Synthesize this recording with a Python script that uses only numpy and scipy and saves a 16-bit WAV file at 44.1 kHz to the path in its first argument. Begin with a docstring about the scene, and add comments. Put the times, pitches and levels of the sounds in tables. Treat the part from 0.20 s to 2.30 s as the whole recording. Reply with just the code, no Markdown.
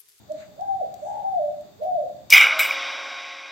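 """A dove coos four times in a hard-walled room, heard on a pair of microphones: a short hoot,
an arched note, a long note that opens with a rolling trill, and a last arch. Its nearly pure
tone overlaps its own wall echoes, so it beats and smears wherever the pitch glides.
Under it lie a few faint ticks and rustles, a low room hum and thin hiss."""
import sys
import numpy as np
from scipy import signal
from scipy.fft import rfft, irfft
from scipy.io import wavfile
from scipy.ndimage import uniform_filter1d

SR = 44100
rng = np.random.default_rng(int(sys.argv[2]) if len(sys.argv) > 2 else 0)


def to_wav(sig):
    """Store sig (one row per channel, or 1-D mono) as 16-bit WAV at the path in sys.argv[1].

    Samples outside -1..1 are clipped; the rate is SR.
    """
    pcm = np.clip(np.atleast_2d(sig), -1, 1) * 32767
    pcm = np.round(pcm).astype(np.int16)
    wavfile.write(sys.argv[1], SR, pcm.T)  # frames by channels


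N = 92521

# The four coos, and a faint low tone under the hoot.
# Each row: time in seconds, pitch in Hz, level in dB.
HOOT = [(0.079, 610.5, -54.5), (0.0928, 600, -31), (0.1062, 632.2, -23.5), (0.1176, 598, -29.5),
        (0.1345, 615, -49)]
ARCH = [(0.361, 543.4, -50.5), (.374, 628, -38.5), (0.3871, 710, -28), (.408, 789.8, -25),
        (0.4299, 808.3, -34), (0.476, 779, -23), (0.5086, 779.8, -23.5), (0.555, 762, -23.5),
        (0.5697, 778.8, -28.5), (0.5915, 733, -20.5), (0.6044, 635.4, -27.5), (0.6145, 566, -29.5),
        (0.623, 502, -40), (.634, 457, -46)]
LONG_COO = [(0.8046, 601, -52), (0.8194, 595.7, -29.5), (0.8321, 637.6, -29.6), (0.856, 807.5, -26.5),
            (0.893, 810.8, -31.5), (0.961, 849.3, -26.5), (1.0095, 818.6, -32.5), (1.0398, 784, -24),
            (1.1033, 774, -26.5), (1.1378, 726, -22), (1.1662, 685, -21), (1.176, 683, -23),
            (1.1895, 617.5, -21.5), (1.2108, 600, -24.0), (1.2414, 584.4, -31), (1.2868, 597.3, -27),
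            (1.3027, 614, -54)]
LAST_ARCH = [(1.584, 419.4, -47), (1.591, 475, -42), (1.5991, 601, -39.5), (1.6134, 674.4, -22),
             (1.6325, 661.8, -23), (1.653, 738.7, -24.5), (1.693, 731.3, -20), (1.728, 709.3, -24.5),
             (1.7485, 682, -20), (1.759, 684.3, -23), (1.7721, 620.3, -21.5), (1.795, 589.7, -24.5),
             (1.813, 550.5, -43), (1.8284, 540, -30), (1.8495, 511, -45.5)]
UNDERTONE = [(.110, 317, -53), (0.135, 301, -49.5), (0.159, 287, -45.5), (.178, 277, -79)]
# Where the voice rolls. Each row: start and end in seconds, flutter rate in Hz,
# pitch drop and amplitude drop as fractions.
ROLLS = [(.357, 0.403, 62.8, .05, 1), (0.611, 0.639, 85.5, .12, 0.86), (0.827, 0.923, 64.94, .18, 0.77),
         (0.9194, 1.0373, 52.8, .39, 0.96), (1.5913, 1.654, 84.45, .18, 0.61)]
# Direct sound, then wall echoes, at each microphone. Each row: travel time in ms, gain in dB.
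LEFT_MIC_PATHS = [(7.72, -10), (10.64, -4.5), (10.92, -10), (14.36, -15.5), (16.88, -4), (20.88, -4.5),
                  (26.64, -8.5), (29.16, -8.5), (36.08, -11.5), (41.24, -6), (45.16, -17), (48.96, -9),
                  (55.84, -23.5), (57.32, -9), (66.44, -16), (67.84, -20), (72.6, -22.5), (79.88, -17.5),
                  (83.56, -28.5), (86.2, -22), (91.48, -12.5), (96.32, -21.5), (102.72, -16),
                  (111.32, -28.5), (116.4, -20), (119.92, -14), (126.24, -22.5), (129.72, -24),
                  (138.28, -24.5), (148.0, -19), (153.64, -18), (159.28, -18), (171.96, -20.5),
                  (190.64, -24.5), (201.84, -26), (215.32, -28)]
RIGHT_MIC_PATHS = [(7.16, -12), (8.8, -0.6), (10.72, -10.5), (15.44, -8), (19.28, -14), (24.08, -16.5),
                   (28.68, -19.5), (32.72, -14), (36.48, -25.5), (39.32, -5), (42.84, -20), (46.04, -14),
                   (50.2, -12.5), (55.12, -21), (60.4, -14.5), (66.04, -10.5), (72.28, -17.5),
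                   (80.12, -9.5), (95.68, -22.5), (99.2, -16), (103.8, -16), (109.12, -20), (117.92, -16.5),
                   (123.28, -23.5), (129.52, -18.5), (134.36, -23), (141.48, -18.5), (155.0, -22.5),
                   (172.24, -22.5), (181.88, -24.5), (187.36, -23.5), (198.04, -28), (201.64, -23.5),
                   (207.28, -24.5), (215.2, -22.5), (221.84, -35.5)]
# Faint ticks. Each row: start in seconds, level of the body in dB, level of the top in dB.
TICKS = [(.119, -46, -55.5), (0.409, -47.5, -60), (0.741, -44.5, -45.5), (1.41, -56.5, -59.5)]
# Soft rustles. Each row: peak time, rise and fall in seconds, level in dB, centre in Hz,
# width in octaves.
RUSTLES = [(0.228, 0.045, 0.034, -52, 1730, 0.55), (0.208, 0.07, 0.037, -58, 4050, 0.19),
           (0.21, 0.071, 0.059, -60, 6860, 0.17), (.88, 0.078, 0.074, -58.5, 6930, 0.19),
           (.96, 0.25, 0.15, -62.5, 1710, 0.97), (1.634, 0.0069, 0.028, -59.5, 13350, 0.11),
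           (1.634, 0.012, 0.033, -57.5, 3287, 0.9)]
# Noise spectra of the ticks and the room tone. Each row: frequency in Hz, relative level in dB.
TICK_BODY = [(1500, -20), (3800, 2), (5400, -1.5), (6800, 3.5), (8300, 1), (8900, -27)]
TICK_TOP = [(11000, -35), (11800, 1.5), (16000, 5), (17000, -41.5)]
HUM = [(15, -54), (25, -30), (32, -25), (76, -2), (129, 2.5), (252, -3), (298, -4.5), (385, -7.5),
       (450, -9.5), (580, -47.5), (990, -120)]
AIR = [(300, -14), (450, 2), (800, 9), (1100, -5), (1600, -26.5)]
HISS = [(650, -35), (1100, -1), (3150, -7.5), (3640, 2.5), (4060, -6), (4590, -1), (5420, -11.5),
        (6760, -5), (8340, -10.5), (8620, -15), (8910, -39.5), (10100, -25.5), (11100, -36.5),
        (11500, -16.5), (12000, -12), (14800, -8.5), (15500, -11)]

PITCH_JITTER, SHIMMER_DB = 0.001, 0.2
ROLL_EDGE_S, ROLL_PITCH_WANDER = 0.011, 0.02
THROAT_TOP_HZ = 980  # the throat passes little above this
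OVERTONE_DB, OVERTONE_HZ, OVERTONE_WIDTH_HZ = -31, 1608, 20
ROOM_T60_S, ROOM_DB, ROOM_BUILD_S = 0.62, -15, 0.17  # diffuse tail
HUM_DB, AIR_DB, HISS_DB = -55, -62, -59.5
DRONE_HZ, DRONE_DB = 209.9, -65
TICK_PAN_DB, HUM_PAN_DB, HISS_PAN_DB = 4, 2.5, 1.5
RECORDER_TOP_HZ = 15800


def coo(t, curve):
    """The dove's nearly pure gliding tone; its second harmonic passes a narrow resonance."""
    times, hz, db = np.array(curve).T
    gate = np.clip(np.minimum(t - times[0], times[-1] - t) / 0.012 + 1, 0, 1)
    level = undb(np.interp(t, times, db) + SHIMMER_DB * wander(100))
    sag, choke = rolls(t)
    envelope = gate * level * (1 - choke)
    pitch = np.interp(t, times, hz) * (1 - sag + PITCH_JITTER * wander(150))
    phase = 2 * np.pi * np.cumsum(pitch) / SR
    throat = 1 / (1 + (np.fft.rfftfreq(N, 1 / SR) / THROAT_TOP_HZ) ** 24)
    fundamental = irfft(rfft(envelope * np.sin(phase)) * throat, N)
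    resonance = undb(OVERTONE_DB) / (1 + ((2 * pitch - OVERTONE_HZ) / OVERTONE_WIDTH_HZ) ** 2)
    return fundamental + envelope * resonance * np.sin(2 * phase)


def rolls(t):
    """Where the voice rolls, pitch sags and strength is choked together in quick pulses."""
    sag, choke = 0, 0
    uneven = ROLL_PITCH_WANDER * wander(250)
    for start, end, rate_hz, pitch_drop, amplitude_drop in ROLLS:
        edge = np.clip(np.minimum(t - start, end - t) / ROLL_EDGE_S, 0, 1)
        dip = edge * np.sin(np.pi * rate_hz * (t - start)) ** 4
        sag += pitch_drop * dip + edge * uneven
        choke += amplitude_drop * dip
    return sag, choke


def room(t, voice):
    """Each microphone gets the direct sound, echoes off the hard walls, then a diffuse tail."""
    padded = 2 * N
    hz = np.fft.rfftfreq(padded, 1 / SR)
    early = np.array([sum(undb(db) * np.exp(-2j * np.pi * hz * ms / 1000) for ms, db in paths)
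                      for paths in (LEFT_MIC_PATHS, RIGHT_MIC_PATHS)])
    decay = np.exp(-np.log(1000) * t / ROOM_T60_S)
    build = 1 - np.exp(-(t / ROOM_BUILD_S) ** 2)
    tail = undb(ROOM_DB) * unit(rng.standard_normal((2, N)) * decay * build) / np.sqrt(N)
    return irfft(rfft(voice, padded) * (early + rfft(tail, padded)), padded)[:, :N]


def ticks(t):
    """Tiny bright clicks left of centre that die at once, each with its own share of top."""
    body, top = noise(TICK_BODY), noise(TICK_TOP)
    out, decay_s = 0, 0.0029
    for start, body_db, top_db in TICKS:
        envelope = (t >= start) * np.exp(-np.abs(t - start) / decay_s)
        out += envelope * (undb(body_db) * body + undb(top_db) * top)
    return out * pan(TICK_PAN_DB)


def rustles(t):
    """Brief swells of soft noise, each in its own band."""
    out, steps = 0, np.arange(-4, 5)
    for peak, rise, fall, db, hz, width in RUSTLES:
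        band = noise(np.column_stack([hz * 2 ** (steps * width), -4 * steps ** 2]))
        swell = np.exp(-np.abs(t - peak) / np.where(t < peak, rise, fall))
        out += undb(db) * swell * band
    return out * pan(HISS_PAN_DB)


def room_tone(t):
    """The room behind the bird: low hum, midrange air, one weak drone and steady hiss."""
    hum = undb(HUM_DB) * noise(HUM, shared=0.29)
    air = undb(AIR_DB) * noise(AIR, shared=0.29)
    drone = undb(DRONE_DB + 2 * wander(2.4)) * np.sin(2 * np.pi * DRONE_HZ * t + 0.5 * wander(5.6))
    hiss = undb(HISS_DB) * noise(HISS)
    return (hum + air + drone) * pan(HUM_PAN_DB) + hiss * pan(HISS_PAN_DB)


def noise(spectrum, shared=0.):
    """Coloured stereo noise at rms 1; `shared` is the part of its power common to both microphones."""
    hz, db = np.array(spectrum, float).T
    gain = undb(np.interp(np.log(np.fft.rfftfreq(N, 1 / SR) + 1), np.log(hz), db))
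    white = rng.standard_normal((3, N))
    pair = np.sqrt(1 - shared) * white[:2] + np.sqrt(shared) * white[2]
    return unit(irfft(rfft(pair) * gain, N))


def wander(rate_hz):
    """Smooth random drift around zero."""
    hold = int(SR / rate_hz)
    steps = np.repeat(rng.standard_normal(1000), hold)[:N]
    return 0.92 * uniform_filter1d(uniform_filter1d(steps, hold), hold)


def pan(db):
    """Gains that put the left microphone `db` above the right."""
    return undb(np.array([[db], [-db]]) / 2)


def undb(db):
    """Decibels to gain."""
    return 10 ** (np.asarray(db) / 20)


def unit(x):
    """Scale to rms 1."""
    return x / np.sqrt(np.mean(x ** 2))


def scene():
    """The dove in its room, over the small noises and the room tone."""
    t = np.arange(N) / SR
    dove = sum(coo(t, curve) for curve in (HOOT, ARCH, LONG_COO, LAST_ARCH))
    return room(t, dove) + coo(t, UNDERTONE) + ticks(t) + rustles(t) + room_tone(t)


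def record(dry):
    """The recorder cuts the top."""
    return signal.sosfilt(signal.ellip(10, .1, 80, RECORDER_TOP_HZ, fs=SR, output="sos"), dry)


dry = scene()
out = record(dry)
to_wav(out)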